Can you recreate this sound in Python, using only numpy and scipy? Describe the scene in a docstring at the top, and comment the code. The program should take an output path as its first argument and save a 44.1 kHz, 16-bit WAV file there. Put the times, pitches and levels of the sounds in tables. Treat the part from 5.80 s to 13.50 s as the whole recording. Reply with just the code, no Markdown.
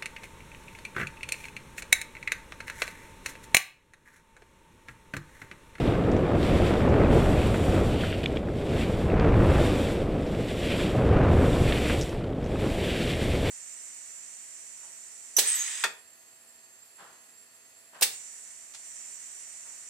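"""Fast skiing on spring snow

An open slope of soft snow, heard in mono from a camera worn on the skier's body. Wind buffets the
microphone and tears into a flutter in the gusts. A body's length below, the skis spray wet grains in each
turn while their edges scrape and skid; thrown clods patter down. Icy lumps crack and clack under skis
and poles, thin crust snaps, and close by a small piece of gear ticks now and then."""
import sys
import numpy as np
from scipy import signal
from scipy.fft import rfft, irfft, next_fast_len
from scipy.io import wavfile
from scipy.ndimage import uniform_filter1d

SR = 44100
rng = np.random.default_rng(int(sys.argv[2]) if len(sys.argv) > 2 else 0)


def persist_wave(psi):
    """Save psi, clipped to +-1, as 16-bit WAV."""
    counts = np.round(np.clip(psi, -1, 1) * 32767).astype(np.int16)
    wavfile.write(sys.argv[1], SR, np.atleast_2d(counts).T)


N = 339570
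TIME = np.arange(N) / SR

# strength of the air flow at the microphone: time_s, level_db
AIRFLOW = [(0, -22.5), (0.62, -22), (0.8, -20.5), (0.98, -21), (1.27, -18), (1.82, -23.5), (1.96, -20.5),
           (2.35, -29), (2.75, -29), (3.0, -25.0), (3.17, -26), (3.42, -19.5), (3.72, -19), (4.1, -25.5),
           (4.8, -29), (5.0, -24.5), (5.12, -25), (5.35, -18.5), (5.62, -20), (6.0, -25), (6.13, -23.5),
           (6.25, -30.5), (6.6, -30), (6.85, -26), (7.35, -28.5), (7.7, -24.5)]
# deep rumble above or below its usual share of the wind: time_s, gain_db
RUMBLE_SHARE = [(0, 0.5), (.42, -3), (.55, 3), (.97, -3), (1.2, 1.5), (1.9, 4.5), (2.25, 4), (2.75, -1),
                (3.48, 7.5), (3.75, 3), (4.2, 2), (4.8, -2), (5.5, 8), (5.8, 6), (6.1, 2.5), (6.9, 4),
                (7.33, 0), (7.56, 7), (7.7, 1)]
# single large eddies that thump on the microphone: middle_s, half_length_s, gain_db
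THUMPS = [(0.091, 0.014, 7), (.33, 0.059, 3.5), (0.545, 0.023, 3), (0.743, 0.024, 4.5), (0.821, .022, 5.5),
          (1.077, 0.033, 2.5), (1.192, 0.037, 2.5), (1.365, 0.018, 5), (3.806, 0.0098, 5.5),
          (4.218, 0.022, 3.5), (5.161, 0.0089, 6.5), (5.818, 0.011, 4), (6.834, 0.012, 5)]
# spectra of the three parts of the wind: frequency_hz, relative_db
RUMBLE_SPECTRUM = [(8, -39), (22, 4), (45, 2.5), (80, 6.5), (125, 1.5), (190, -10), (400, -44),
                   (4000, -110)]
BUFFET_SPECTRUM = [(40, -10), (130, 0.5), (220, 0.5), (340, -0.5), (500, -2), (630, -6), (780, -13.5),
                   (950, -23.5), (1500, -32), (4000, -67), (15000, -92)]
FLUTTER_SPECTRUM = [(400, -17.5), (750, 2.5), (1000, 1), (1350, -0.5), (1800, -6), (2500, -9),
                    (3500, -20.5), (5000, -30.5), (9000, -40), (15000, -60)]
# rattles of loose gear on the body: start_s, first_peak_db, bounce_gap_s, loss_per_bounce_db
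TICKS = [(.3165, -37, .007, 8), (.3655, -41, .008, 3.5), (1.09, -41, .007, 3), (4.467, -44, .007, 4.5),
         (6.212, -24, .0069, 2.6), (6.2925, -37.5, .007, 7), (6.6425, -41, .0095, 2)]
# ringing modes of that gear: pitch_hz, relative_db, t60_s
GEAR_MODES = [(3150, -4, .008), (3900, -2, .006), (5450, 0, .006), (5900, 1, 0.008), (6450, 1, 0.006),
              (7100, -2, .004)]
# ice crust breaking underfoot: start_s, peak_db
CRUST_SNAPS = [(.630, -22.5), (.939, -25), (3.398, -23), (4.549, -31), (6.4425, -34)]
# icy lumps crushed by a ski or pole tip: start_s, peak_db, pitch_hz, length_s
ICE_LUMPS = [(0.076, -28, 2720, 0.016), (.123, -32, 3600, .008), (1.743, -22, 1740, 0.025),
             (2.236, -22, 1310, 0.027), (2.327, -21, 2150, 0.014), (2.686, -29, 1390, 0.0099),
             (2.981, -27, 2000, .014), (3.301, -26, 1840, 0.0046), (4.92, -21, 2850, 0.024),
             (5.901, -22, 2440, .014), (5.9235, -15, 2430, 0.02), (6.098, -22, 1500, 0.029),
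             (6.425, -35, 1590, 0.0054)]
# a ski slapping hard lumps: start_s, peak_db
CLACKS = [(2.4318, -28), (2.459, -14.5), (2.5703, -23)]
# ringing modes of the ski: pitch_hz, relative_db, t60_s
SKI_MODES = [(330, -15, .02), (1650, -14, .005), (2000, -7, .008), (2320, 0, .01), (2850, -4, .009),
             (3420, -2, .011), (3700, -10, .008)]
# an edge catching coarser snow: middle_s, half_length_s, level_db, pitch_hz
SKIDS = [(0.633, .03, -48, 3000), (1.625, 0.074, -40, 2500), (2.238, 0.14, -39.5, 2970),
         (2.44, 0.0054, -36, 3100), (2.564, .011, -44, 3120), (3.012, 0.053, -39, 2550),
         (4.7, .015, -42.5, 3000), (4.846, 0.064, -40.5, 3050), (4.923, 0.029, -38, 2900),
         (5.02, 0.085, -40, 3050), (5.932, 0.098, -36, 2330), (6.106, 0.057, -36, 2500),
         (7.16, 0.17, -37.5, 2900), (7.69, 0.035, -36.5, 2500)]
# turns, in which the skis go light, then are loaded, held and released:
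# start_s, unweighting_db, unweighting_half_length_s, rise_s, hold_s, release_s, spray_db, scrape_db
TURNS = [(-0.2, 0, .09, 0.11, 0.036, 0.31, -53.5, -42.5), (0.533, -2.5, 0.15, 0.11, 0.12, 0.47, -47, -40.5),
         (1.254, -0.5, 0.083, 0.1, 0.41, 0.91, -45.5, -46.5),
         (2.72, -6, 0.072, 0.4, 0.05, 0.28, -50.5, -47), (3.528, -5.5, 0.13, 0.37, 0.038, 0.41, -43.5, -40),
         (4.46, -1, .12, 0.49, 0.04, 0.4, -46.5, -42), (5.463, -5, 0.06, 0.33, 0.44, 0.16, -43.5, -45),
         (6.663, -7.5, 0.15, 0.52, .7, 0.46, -44, -39.5)]
# spectra of falling clods, skid rasp, wet spray and edge scrape: frequency_hz, relative_db
CLOD_SPECTRUM = [(400, -15), (1000, 7), (1800, -7), (3500, -19.5), (6000, -28), (12000, -42)]
RASP_SPECTRUM = [(800, -19), (1500, 1.5), (2400, 1.5), (3600, -2), (4100, -5), (4550, -4.5), (5200, -14),
                 (12000, -53)]
SPRAY_SPECTRUM = [(1500, -4), (3400, 11), (4100, 2), (4550, 2), (5150, -4), (5600, 2), (6450, -4.5),
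                  (7300, 4), (8150, 3), (8900, -1.5), (9700, -0.5), (10800, -6.5), (13500, -8.5),
                  (15000, -13)]
SCRAPE_SPECTRUM = [(600, -22), (1100, -22.5), (1600, 0), (2050, 2.5), (2500, 2), (2850, -0.5), (3250, -1),
                   (3700, -1.5), (4120, -8), (4500, -8.5), (5100, -11.5), (6500, -20), (12000, -48)]

CONTACT_BAND_HZ, CONTACT_RISE_S = (4480, 7200), 0.0005  # bright snap of a hard contact, gear or ski


def undb(db):
    """Decibels to gain."""
    return 10 ** (np.asarray(db) / 20)


def curve(table):
    """Join (time_s, value) points by straight lines."""
    return np.interp(TIME, *np.transpose(table))


def swell(middle_s, half_s):
    """A smooth bump of height 1 in time."""
    return np.exp(-((TIME - middle_s) / half_s) ** 2)


def unit(x):
    """Scale to rms 1."""
    return x / np.sqrt(np.mean(x ** 2))


def colour(x, spectrum):
    """Causal filter through (frequency_hz, relative_db) points; the result has rms 1."""
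    hz, db = np.transpose(spectrum)
    size = next_fast_len(N + SR // 4, True)
    size += size % 2
    bin_hz = np.maximum(np.arange(size // 2 + 1) * SR / size, 1)
    gain = undb(np.interp(np.log(bin_hz), np.log(hz), db))
    cepstrum = irfft(np.log(gain))
    cepstrum[1:size // 2] *= 2  # fold to minimum phase
    cepstrum[size // 2 + 1:] = 0
    return unit(irfft(rfft(x, size) * np.exp(rfft(cepstrum)))[:N])


def flicker(spread_db, rate_hz):
    """A smooth random gain that changes about rate_hz times a second."""
    steps = rng.standard_normal(N // 20)
    wander = np.interp(TIME * rate_hz, np.arange(len(steps)), steps)
    smooth = uniform_filter1d(wander, max(int(SR / rate_hz / 2), 1))
    return undb(spread_db * unit(smooth))


def grains(per_second, spread_db):
    """Tiny impacts at random moments, most of them small and a few large."""
    hit = rng.random(N) < per_second / SR
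    size = undb(spread_db * np.minimum(rng.standard_normal(N), 2.5))
    return unit(hit * size * rng.choice([-1, 1], N))


def bandpass(x, band_hz, order):
    """Keep the band between two edges."""
    return signal.sosfilt(signal.butter(order, band_hz, "band", fs=SR, output="sos"), x)


def ring(modes, t, detune, gain_db=0):
    """Damped modes of a struck part, each shifted in pitch and level by its own amount."""
    hz, db, t60_s = np.transpose(modes)
    tones = np.sin(2 * np.pi * np.outer(t, hz * (1 + detune)))
    decays = np.exp(-np.log(1000) * t[:, None] / t60_s)
    return np.sum(undb(db + gain_db) * tones * decays, axis=1)


def add(out, sound, start_s, peak_db):
    """Mix in a short sound at the given peak level."""
    part = out[int(start_s * SR):][:len(sound)]
    part += undb(peak_db) * sound[:len(part)] / np.abs(sound).max()


def wind(reference_db=-25):
    """Right on the microphone: large eddies rumble, smaller ones buffet, the smallest tear off in gusts."""
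    rumble = colour(rng.standard_normal(N), RUMBLE_SPECTRUM)
    eddies = flicker(spread_db=0.7, rate_hz=70)
    buffet = colour(grains(per_second=4000, spread_db=2) * eddies, BUFFET_SPECTRUM)
    bursts = eddies * flicker(spread_db=2.34, rate_hz=400)
    flutter = colour(rng.standard_normal(N) * bursts, FLUTTER_SPECTRUM)
    gust_db = curve(AIRFLOW) - reference_db
    rumble *= undb(-32 + 0.93 * gust_db + curve(RUMBLE_SHARE))
    buffet *= undb(-27 + 0.88 * gust_db)
    flutter *= undb(-42.5 + 1.6 * gust_db)  # grows fastest in a gust
    thump_db = sum(db * swell(middle_s, half_s) for middle_s, half_s, db in THUMPS)
    return (rumble + buffet) * undb(thump_db) + flutter


def gear_ticks(bounces=4, detuning=0.04, scatter_db=2, snap_db=3, snap_s=0.0025):
    """Close to the microphone a small hard part bounces; each contact snaps and rings a bit differently."""
    out = np.zeros(N)
    t = np.arange(SR // 20) / SR
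    attack = 1 - np.exp(-t / CONTACT_RISE_S)
    contacts = [(start_s + k * gap_s, db - k * loss_db)
                for start_s, db, gap_s, loss_db in TICKS for k in range(bounces)]
    noises = rng.standard_normal((len(contacts), len(t)))
    for (start_s, peak_db), noise in zip(contacts, noises):
        detune, strength = rng.standard_normal((2, len(GEAR_MODES)))
        ringing = ring(GEAR_MODES, t, detuning * detune, scatter_db * strength)
        snap = bandpass(noise * np.exp(-t / snap_s), CONTACT_BAND_HZ, order=2)
        add(out, (ringing + undb(snap_db) * snap) * attack, start_s, peak_db)
    return out


def clods(middle_s=6.39, half_s=0.2, level_db=-51):
    """Snow thrown up by a turn patters back onto the slope in small dull crackles."""
    patter = colour(grains(per_second=70, spread_db=4), CLOD_SPECTRUM)
    return patter * undb(level_db) * swell(middle_s, half_s)


def crust_snaps(splinter_db=-14, splinter_s=0.002):
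    """Thin ice crust breaks underfoot in one sharp click with splinters after it."""
    out = np.zeros(N)
    t = np.arange(SR // 50) / SR
    click = t == 0
    for start_s, peak_db in CRUST_SNAPS:
        splinters = undb(splinter_db) * rng.standard_normal(len(t)) * np.exp(-t / splinter_s)
        add(out, bandpass(click + splinters, band_hz=(1000, 4000), order=3), start_s, peak_db)
    return out


def small_lumps(scrape_db, count=12, over_scrape_db=14.5, pitch_hz=3000, length_s=0.012):
    """Random rows like ICE_LUMPS: louder under a biting edge, lower and longer the bigger the lump."""
    lumps = []
    for when, size in rng.random((count, 2)):
        peak_db = scrape_db[int(when * N)] + over_scrape_db
        lumps.append((when * N / SR, peak_db, pitch_hz * 2 ** (0.5 - size), length_s * (0.5 + size)))
    return lumps


def ice_cracks(lumps, crumble_db=-24, crumble_s=0.017, top_hz=3750):
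    """Each lump of wet ice takes one blow, bursts in a short dull crack, then crumbles away."""
    out = np.zeros(N)
    t = np.arange(SR // 10) / SR
    blow = 14 * (t == 0)
    for start_s, peak_db, hz, length_s in lumps:
        envelope = np.exp(-2 * t / length_s) + undb(crumble_db) * np.exp(-t / crumble_s)
        burst = rng.standard_normal(len(t)) * envelope
        band_hz = (hz / 1.5, min(hz * 1.5, top_hz))
        add(out, bandpass(blow + burst, band_hz, order=4), start_s, peak_db)
    return out


def ski_clacks(detuning=0.02, snap_db=-23, snap_s=0.0028):
    """A ski slaps a hard lump: the brief contact snaps brightly and rings the damped plank."""
    out = np.zeros(N)
    t = np.arange(SR // 20) / SR
    attack = (1 - np.exp(-t / CONTACT_RISE_S)) ** 2
    for start_s, peak_db in CLACKS:
        plank = ring(SKI_MODES, t, detuning * rng.standard_normal(len(SKI_MODES)))
        snap = bandpass(rng.standard_normal(len(t)) * np.exp(-t / snap_s), CONTACT_BAND_HZ, order=2)
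        add(out, (plank + undb(snap_db) * snap) * attack, start_s, peak_db)
    return out


def skids(width_hz=700, focus_db=4):
    """A caught edge chatters through coarse crystals: a gritty rasp with its own pitch in each skid."""
    chatter = flicker(spread_db=1.7, rate_hz=90)
    rasp = colour(grains(per_second=2800, spread_db=2) * chatter, RASP_SPECTRUM)
    out = np.zeros(N)
    for middle_s, half_s, db, hz in SKIDS:
        resonance = signal.lfilter(*signal.iirpeak(hz, hz / width_hz, fs=SR), rasp)
        out += unit(rasp + undb(focus_db) * resonance) * undb(db) * swell(middle_s, half_s)
    return out


def turn_levels(glide_spray_db=-55.5, glide_scrape_db=-48.5, catch_s=0.03, catch_share=0.3):
    """Spray and scrape in dB: each turn lifts off the glide, catches, builds its load and eases off."""
    bite_power = 1.2  # the scrape grows faster with load than the spray does
    spray, scrape, lift_db = undb(glide_spray_db), undb(glide_scrape_db), 0
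    for start_s, light_db, light_s, rise_s, hold_s, release_s, spray_db, scrape_db in TURNS:
        lift_db += light_db * swell(start_s - light_s, light_s)
        corners_s = start_s + np.cumsum([0, catch_s, max(rise_s - catch_s, 0), hold_s, release_s])
        ramp = np.interp(TIME, corners_s, [0, catch_share, 1, 1, 0])
        load = np.sin(np.pi / 2 * ramp) ** 2
        spray = np.hypot(spray, undb(spray_db) * load)
        scrape = np.hypot(scrape, undb(scrape_db) * load ** bite_power)
    for middle_s, half_s, rasp_db, _ in SKIDS:  # skids throw extra spray
        spray = np.hypot(spray, undb(rasp_db - 9.5) * swell(middle_s, half_s))
    return 20 * np.log10(spray) + lift_db, 20 * np.log10(scrape) + bite_power * lift_db


def skis(spray_db, scrape_db):
    """Below the microphone wet grains hiss off the bases; loaded edges crush crystals in uneven slips."""
    bumps = flicker(spread_db=0.96, rate_hz=36)
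    spray = colour(grains(per_second=14000, spread_db=3) * bumps, SPRAY_SPECTRUM)
    # the harder the edge bites, the more crystals break each second
    crush_rate = 8000 * undb(scrape_db - np.max(scrape_db))
    crystals = grains(per_second=crush_rate, spread_db=2) / np.sqrt(crush_rate)
    slips = flicker(spread_db=0.91, rate_hz=98)
    scrape = colour(crystals * bumps * slips, SCRAPE_SPECTRUM)
    return spray * undb(spray_db) + scrape * undb(scrape_db)


def scene():
    """Wind, skis, ice and gear reach one body-worn microphone, the same in both channels."""
    spray_db, scrape_db = turn_levels()
    mono = wind() + skis(spray_db, scrape_db) + skids()
    mono += ice_cracks(list(ICE_LUMPS) + small_lumps(scrape_db))
    mono += ski_clacks() + crust_snaps() + gear_ticks() + clods()
    return np.array([mono, mono])


def record(dry):
    """The camera cuts the highest treble steeply."""
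    top_hz = 14850
    return signal.sosfilt(signal.ellip(10, 0.2, 80, top_hz, fs=SR, output="sos"), dry)


dry = scene()
out = record(dry)
persist_wave(out)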